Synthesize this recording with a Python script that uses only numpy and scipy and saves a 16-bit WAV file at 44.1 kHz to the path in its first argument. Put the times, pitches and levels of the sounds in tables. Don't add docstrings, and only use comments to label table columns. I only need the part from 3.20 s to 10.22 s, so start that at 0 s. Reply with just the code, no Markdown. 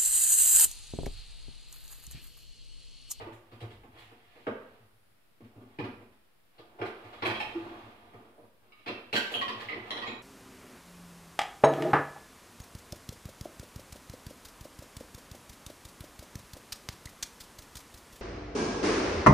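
import sys
import numpy as np
from scipy import signal
from scipy.fft import rfft, irfft, next_fast_len
from scipy.io import wavfile

SR = 44100
rng = np.random.default_rng(int(sys.argv[2]) if len(sys.argv) > 2 else 0)


def wrap_up_sound(samples):
    columns = np.atleast_2d(samples).T
    tamed = np.clip(columns, -1, 1)
    steps = np.round(tamed * 32767).astype(np.int16)
    wavfile.write(sys.argv[1], SR, steps)


N = 309582
SIZE = next_fast_len(N + SR)
FREQ = np.maximum(np.arange(SIZE // 2 + 1) * SR / SIZE, 1)
TIME = np.arange(N) / SR


def from_db(db):
    return 10 ** (np.asarray(db) / 20)


def at_hz(points):
    hz, value = np.transpose(points)
    return np.interp(np.log(FREQ), np.log(hz), value)


def colour(x, gain):
    return rfft(x, SIZE) * gain / np.sqrt(np.mean(np.abs(gain) ** 2))


def tinted(x, points):
    return colour(x, from_db(at_hz(points)))


def resonances(modes, order=1):
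    total = 0
    for k, (hz, width, db) in enumerate(modes):
        damping = 1j * FREQ * width
        ring = damping / (hz ** 2 - FREQ ** 2 + damping)
        total = total + (-1) ** k * from_db(db) * ring ** order
    return total


def panel(modes):
    soft_contact_hz = 860
    return resonances(modes) / (1 + 1j * FREQ / soft_contact_hz) ** 2


def grit(spread_db):
    signs = rng.choice([-1, 1], N)
    sizes_db = spread_db * np.minimum(rng.exponential(1, N), 5)
    x = signs * from_db(sizes_db)
    return x / np.std(x)


def clicks(times, levels_db):
    out = np.zeros(N)
    out[np.round(times * SR).astype(int)] = from_db(levels_db)
    return out


def chatter(times, levels_db, t60s, rises):
    power = np.zeros(N)
    t60s, rises = np.clip(t60s, .01, .5), np.clip(rises, .0003, .05)
    for s, db, t60, rise in np.broadcast(times, levels_db, t60s, rises):
        at = round(s * SR)
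        t = np.arange(min(round(t60 * SR), N - at)) / SR
        decay = from_db(db - 60 * t / t60)
        build_up = 1 - np.exp(-(t / rise) ** 2)
        power[at:at + len(t)] += (decay * build_up) ** 2
    return np.sqrt(power)


# t/s, strength/dB, extra weight on the frame/dB, hardness/dB, chatter t60/s
KNOCKS = [(0.001, -40.5, -4, 8, 0.031), (0.061, -39, -6, -5.5, 0.073), (0.118, -48, -13, 5.5, 0.058),
          (0.314, -47.5, 0, 6, 0.075), (0.402, -42.5, -8, 5.5, 0.038), (0.423, -39, -4, -2, 0.065),
          (0.501, -53, 1, 9, 0.11), (0.63, -48, -0.5, 1, 0.071), (0.739, -51, -12, -10, 0.11),
          (0.911, -45, -4.5, -4, 0.046), (1.151, -56, -6, 1, 0.22), (1.266, -23, 0.5, -1, 0.034),
          (2.203, -46.5, 13.5, 1, 0.039), (2.236, -57.5, 5, 6.5, 0.087), (2.357, -58, 23, 3, 0.068),
          (2.409, -51.5, 11, 1, 0.048), (2.585, -31.5, 9, 4, 0.068), (2.639, -31.5, 10, 6, 0.035),
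          (2.708, -52, 4, 11, 0.031), (2.8, -52.5, -1, -3, 0.16), (2.92, -59, -18, 9, 0.044),
          (3.383, -44.5, -11, -4, 0.075), (3.585, -39, -7.5, -4, 0.14), (3.612, -26, -30, -1.5, 0.065),
          (3.65, -41.5, 0.5, 5.5, 0.12), (3.84, -45.5, -21, 4, 0.067), (3.928, -40, -18, 7.5, 0.041),
          (4.021, -28.5, -2, 12, 0.037), (4.053, -30.5, -8, 10.5, 0.098), (4.095, -29.5, 2.5, 10, 0.045),
          (4.16, -48, -2, 11, 0.048), (4.449, -34.5, 5, -14, 0.035), (4.642, -53, 2, -2, 0.054),
          (4.931, -46.5, 4, 0, 0.083), (5.047, -52, 6, -4, 0.039), (5.176, -48.5, -1, -10, 0.082),
          (5.227, -48.5, -5, -8, 0.05), (5.659, -39.5, 1, 11.5, 0.061), (5.672, -38, -1, 11.5, 0.055),
          (6.108, -34, -27, -4, .07), (6.145, -32, -15, -9, 0.055), (6.554, -36.5, 4, -4, 0.069)]
# level at the reference knock/dB, change per dB of strength/dB, change per dB of hardness/dB
KNOCK_PARTS = [(-40, 1.1372, 0.3834), (-46, 1.0249, 1.0176), (-58, 0.8062, 1.67), (-72.5, 0.5, 0.6)]
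# f/Hz, width/Hz, level/dB
FRAME = [(206, 24.5, -3.5), (224.8, 20, 2), (260, 61, -4.5)]
# f/Hz, width/Hz, level/dB
DOOR = [(331.2, 27, -3), (385.7, 40.4, -2.5), (457.8, 43, -3.5), (513, 42.5, -4.5), (624.4, 70, -5.5)]
# f/Hz, level/dB (per Hz)
TUB = [(400, -23.5), (700, 2), (860, 5.5), (1200, 2), (1600, -0.5), (2500, -68.5)]
# f/Hz, level/dB (per Hz)
WIRE = [(1000, -30), (1600, -2), (2200, -0.5), (3000, -5.5), (3800, -15.5), (5600, -23.5), (8000, -80)]
# f/Hz, level/dB (per Hz)
TICK = [(2400, 0), (3300, 7), (4200, 1.5), (5000, -5.5), (5900, -15.5), (7000, -57)]
# f/Hz, level/dB (per Hz)
CRACK = [(3530, -34), (6000, -9), (7680, -8.5), (7970, -14), (9440, -10.5), (10400, -11), (15800, -13)]


def knocks():
    s, db, weight_db, hard_db, t60 = np.transpose(KNOCKS)
    stronger_db = db + 40
    rise = 0.0035 * from_db(-0.2 * stronger_db)
    tub_db, wire_db, tick_db, crack_db = [
        level + per_strength * stronger_db + per_hardness * hard_db
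        for level, per_strength, per_hardness in KNOCK_PARTS]
    frame = colour(chatter(s, db + weight_db, t60, rise) * grit(3.0), panel(FRAME))
    door = colour(chatter(s, db, t60, rise) * grit(1.9), panel(DOOR))
    tub = tinted(chatter(s, tub_db, t60, rise) * grit(2.8), TUB)
    wire = tinted(chatter(s, wire_db, t60, rise) * grit(5.2), WIRE)
    tick = tinted(chatter(s, tick_db, t60, rise) * grit(7.2), TICK)
    crack = tinted(chatter(s, crack_db, 1.63 * t60, rise) * grit(2.9), CRACK)
    return frame + door + tub + wire + tick + crack


def dish(modes):
    clank = [(hz, 3.9 * width, db + 6) for hz, width, db in modes]
    return resonances(modes) + resonances(clank, order=2)


# t/s, ring level/dB, jolt to the rack/dB, chatter t60/s
CLINKS = [
    [(4.022, -29, -31.5, 0.064), (4.051, -20.5, -38, 0.075), (4.149, -27, -31, 0.048)],
    [(4.202, -19.5, -38, 0.056)],
    [(5.5214, -42.5, -65, 0.048), (5.5862, -50, -61, 0.09)],
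    [(5.677, -28, -31, 0.09), (5.928, -20, -20, 0.062)],
    [(5.955, -14, -25, 0.045), (5.962, -14.5, -27, 0.042), (5.999, -34, -33, 0.043)],
    [(6.14, -17.5, -30, 0.048), (6.149, -19.5, -24.5, 0.034)],
    [(6.213, -20, -30, 0.048), (6.281, -21.5, -29.5, 0.06), (6.325, -34, -41, .034),
     (6.402, -40, -35.5, 0.08), (6.819, -27.5, -47, 0.095)],
    [(6.486, -23.5, -35, 0.058), (6.514, -29.5, -38, 0.12)],
    [(6.707, -21, -33, 0.032), (6.769, -29, -32, 0.056)],
    [(6.866, -28, -33, 0.093), (6.919, -32.5, -45, 0.05)],
]
# f/Hz, width/Hz, level/dB
DISHES = [
    [(1110, 48, -1), (2330, 24, 0.5), (2570, 26, -1), (3226, 49, -0.5), (3280, 20, -23), (4020, 36, -7.5),
     (4700, 34, -30), (6550, 70, -38), (8360, 40, -35), (10000, 31, -29.5)],
    [(845, 30, 7), (1800, 56, -6), (2300, 48, 1.5), (2360, 81, -5), (2530, 99, 1.5), (3134, 37, -5),
     (4090, 61, -14), (5290, 42, -14.5)],
    [(1226, 15, 0), (2240, 73, -13.5), (2810, 93, -14), (3900, 68, -18), (4960, 51, -26)],
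    [(1270, 18, -4.5), (1820, 78, -8), (2220, 290, -5.5), (2663, 62, 7), (3100, 23, 1), (3200, 31, -5),
     (4060, 67, -2.5), (5460, 53, -21)],
    [(1560, 33, 8.5), (1970, 78, -3), (2290, 46, -5), (2980, 114, 3.5), (3920, 59, -6.5), (4340, 140, -5.5),
     (5600, 79, -16), (6080, 39, -20), (7540, 150, -28), (11200, 120, -45), (12000, 43, -40),
     (13100, 31, -35)],
    [(1690, 21, -21), (2680, 85, -0.5), (2930, 33, 7.5), (3140, 50, 12.5), (3950, 48, -9), (9500, 35, -34),
     (11000, 14, -18), (12300, 31, -45)],
    [(1085, 45, 7), (1920, 48, 1), (2480, 78, -8), (3090, 144, -5.5), (4080, 360, -16.5), (4720, 42, -14),
     (5200, 32, -20), (6060, 27, -39), (7740, 160, -54)],
    [(1050, 12, -21), (1235, 12, -4.5), (2024, 45, 3.5), (2290, 36, -5), (2528, 26, -4), (2950, 160, -11.5),
     (3970, 69, -19)],
    [(1020, 41, 7), (1956, 79, 5.5), (3220, 135, 6.5), (3990, 88, 5.5), (5450, 160, -10.5), (6990, 45, -22),
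     (7610, 92, -40), (9400, 51, -23), (10230, 48, -18.5), (11800, 29, -47)],
    [(905, 29, 6.5), (1870, 37, -4), (2270, 71, -1.5), (2527, 19, 4), (2730, 55, -33), (3300, 99, -7),
     (3926, 57, -1), (5560, 173, -29), (7060, 49, -20)],
]


def dishes():
    force, ringing = grit(6.0), 0
    for rows, modes in zip(CLINKS, DISHES):
        s, ring_db, jolt_db, t60 = np.transpose(rows)
        touch = clicks(s, ring_db + 17.5)
        rattle = force * chatter(s, ring_db - 5.0, t60, 0.0019)
        ringing = ringing + colour(touch + rattle, dish(modes))
    s, ring_db, jolt_db, t60 = np.transpose(sum(CLINKS, []))
    crack_db = -45.5 + 1.9 * (ring_db + 22) + 0.95 * (jolt_db + 22)
    thud = colour(chatter(s, jolt_db + 1.5, t60, 0.0088) * grit(7.0), panel(FRAME + DOOR))
    rack_gain = from_db(at_hz(WIRE)) + from_db(at_hz(TUB) + 3) + from_db(at_hz(TICK) - 0.5)
    rack = colour(chatter(s, jolt_db, t60, 0.0035) * grit(4.5), rack_gain)
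    crack = tinted(chatter(s, crack_db, 0.93 * t60, 0.0049) * grit(4.8), CRACK)
    return ringing + thud + rack + crack


# t/s, tick level/dB, crack level/dB, chatter t60/s
SNAPS = [(.125, -59, -57.5, 0.073), (.312, -53.5, -74, .1), (0.401, -44, -58.5, 0.082),
         (.5, -54, -70, 0.11), (.78, -52, -65, .2), (3.377, -43.5, -76, 0.076), (3.651, -41.5, -60, .08),
         (4.052, -38, -45.5, 0.097), (4.2, -35, -58, 0.076), (6.113, -33, -43, 0.067), (6.4, -43, -55, .08)]


def snaps():
    s, tick_db, crack_db, t60 = np.transpose(SNAPS)
    rise_s = 0.0059
    tick = tinted(chatter(s, tick_db, t60, rise_s) * grit(6.0), TICK)
    crack = tinted(chatter(s, crack_db, t60, rise_s) * grit(3.2), CRACK)
    return tick + crack


# t/s, level/dB, brightness/dB
MOTION = [
    [(0.0, -38, -2.5), (.1, -67.5, -9), (.2, -74, 2), (.38, -59.5, -0.5), (.51, -92, -27), (.78, -56, 7.5),
     (.95, -66.5, 3), (1.2, -67.5, 11.5), (1.35, -64, 1), (1.55, -64.5, 2.5), (1.75, -77, -5)],
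    [(2.2, -83, -1), (2.37, -63, -8), (2.6, -66, 5)],
    [(3.36, -68, 2), (3.56, -61, -7), (3.68, -59, -3), (3.8, -54, -0.5), (4.02, -52.5, 2.5),
     (4.2, -48, 2.5), (4.4, -48, -1), (4.6, -50.5, -1), (4.75, -58.5, 0), (4.95, -59, -4),
     (5.07, -62.5, -3), (5.18, -69, -7), (5.36, -88, -5)],
    [(5.45, -66.5, -2.5), (5.68, -73, 14), (5.76, -52, -7), (5.87, -68, 4), (6.0, -63, 15), (6.13, -49, 10),
     (6.27, -55.5, -14.5), (6.4, -46.5, 6.5), (6.55, -57.5, 1.5), (6.73, -42.5, -0.5), (6.86, -50.5, -2),
     (7.02, -55.5, -10)],
]


def motion_levels():
    out = np.zeros((3, N))
    for stretch in MOTION:
        s, level_points, bright_points = np.transpose(stretch)
        db = np.interp(TIME, s, level_points)
        bright_db = np.interp(TIME, s, bright_points)
        inside_s = np.minimum(TIME - s[0] + 0.065, s[-1] + 0.0044 - TIME)
        fade = np.clip(inside_s / 0.048, 0, 1)
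        out += fade * from_db([db - bright_db, db, db + bright_db])
    return out


# f/Hz, level/dB (per Hz)
SWISH = [(1000, -77), (1700, 0.5), (2500, 0.5), (3500, -2), (4800, -13.5), (5900, -22.5), (8000, -31)]


def motion():
    rumble, rub, swish = motion_levels()
    return (colour(from_db(-8) * rumble * grit(5.2), panel(FRAME + DOOR))
            + tinted(from_db(-3.5) * rub * grit(1.5), TUB)
            + tinted(from_db(-7.5) * swish * grit(5.0), SWISH))


def tone(start, length, db, hz, fade_s):
    inside_s = np.minimum(TIME - start, start + length - TIME)
    return from_db(db) * np.clip(inside_s / fade_s, 0, 1) * np.sin(2 * np.pi * hz * TIME)


# t/s, level/dB, f/Hz, length/s
GROAN = [(4.348, -31.5, 338.3, 0.0395)]


def groan():
    return sum(tone(s, length, db, hz, 0.0095) for s, db, hz, length in GROAN)


# t/s, length/s
PIPS = [(.69, 0.24), (1.64, 0.3), (2.618, 0.16), (3.67, 0.12), (4.748, .1), (5.112, .18), (5.7, 0.12),
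        (6.714, .1)]


def pips():
    return sum(tone(s, length, -88, 10950, 0.0069) for s, length in PIPS)


# t/s, level/dB (before the boosts below)
THUMPS = [(0.009, -47), (0.115, -48.5), (0.323, -47), (0.419, -35), (0.631, -62), (0.799, -68), (0.9, -61),
          (1.266, -44), (1.6, -59), (2.218, -49.5), (2.359, -47.5), (2.439, -58), (2.613, -36.5),
          (2.812, -60), (3.389, -61.5), (3.601, -40), (3.836, -50.5), (4.027, -42), (4.079, -39.5),
          (4.203, -63), (4.418, -54), (4.632, -51.5), (4.94, -53), (5.218, -62), (5.703, -48.5),
          (5.929, -47.5), (6.148, -51.5), (6.249, -59), (6.349, -52.5), (6.45, -51.5), (6.546, -50),
          (6.596, -49), (6.78, -56), (6.867, -55), (6.97, -54)]
# t/s, level/dB (before the boost below)
STIR = [(0.0, -57), (0.15, -76), (0.37, -81), (0.58, -65.5), (1.02, -80.5), (1.74, -79), (2.13, -91),
        (2.79, -72), (3.13, -93.5), (4.28, -65), (5.36, -90), (5.92, -81), (6.78, -73), (7.02, -75)]
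# f/Hz, width/Hz, level/dB (applied twice)
BOOM = [(88.3, 7.2, -4), (111.5, 15, 2.5)]
# f/Hz, width/Hz, level/dB
SWAY = [(36, 19, -13.5), (60.6, 24, -17), (103.8, 30, -6.5)]


def boom():
    s, db = np.transpose(THUMPS)
    stir = from_db(np.interp(TIME, *np.transpose(STIR)))
    room = colour(clicks(s, db + 27.5), resonances(BOOM) ** 2)
    shaking = clicks(s, db + 15.5) + from_db(8.0) * stir * grit(3.8)
    return room + colour(shaking, resonances(SWAY, order=2))


# f/Hz, level/dB
PORTS = [(60, -13), (110, 17.5), (200, 2), (380, -2.5), (700, -6.5), (1290, -1), (2380, -6.5), (4400, 2.5),
         (8120, 19.5), (15000, 8)]


def kitchen(spectrum):
    room_t60_s, treble_t60_s, early_t60_s, first_wall_s = 0.59, 0.48, 0.067, 0.0028
    room_db, bass_room_db, early_db = 5.5, -1.5, 3.5
    port_lag_s, shared_below_hz = 0.00044, 570
    t = np.arange(SR) / SR
    noise = rng.standard_normal((2, SR)) * np.clip(t / first_wall_s - 1, 0, 1)
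    noise = noise * (1 + from_db(early_db - 60 * t / early_t60_s))
    dull = signal.sosfilt(signal.butter(2, 5000, fs=SR, output="sos"), noise)
    tail = dull * from_db(-60 * t / room_t60_s) + (noise - dull) * from_db(-60 * t / treble_t60_s)
    tail = rfft(tail, SIZE) * np.sqrt(2 * np.log(1000) / room_t60_s / SR)
    lag = np.exp(-2j * np.pi * FREQ * port_lag_s * np.array([[0], [1]]))
    apart = (from_db(room_db) * tail + lag) / np.sqrt(1 + from_db(2 * room_db))
    together = 1 + from_db(bass_room_db) * tail[0]
    shared = 1 / (1 + (FREQ / shared_below_hz) ** 6)
    paths = np.sqrt(shared) * together + np.sqrt(1 - shared) * apart
    return spectrum * paths * from_db(at_hz(PORTS) / 2 * np.array([[1], [-1]]))


# f/Hz, level/dB (per Hz)
HISS = [(12, -53), (20, 2), (31, -13), (49, -15), (104, -14.5), (167, -13.5), (443, -16.5), (637, -17),
        (1020, -21), (1210, -19), (2960, -23.5), (5320, -29.5), (6110, -35), (10700, -29), (15800, -31.5)]


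def hiss():
    return tinted(from_db(-73 + 5.0) * rng.standard_normal((2, N)), HISS)


def scene():
    sources = knocks() + snaps() + dishes() + motion() + rfft(groan() + pips(), SIZE)
    sources = sources / (1 + 104 / (1j * FREQ)) ** 2
    background = hiss()
    return irfft(kitchen(sources) + boom() + background, SIZE)[:, :N]


def record(dry):
    low_pass = signal.cheby2(20, 70, 16150, fs=SR, output="sos")
    return signal.sosfilt(low_pass, dry) - .0005


dry = scene()
out = record(dry)
wrap_up_sound(out)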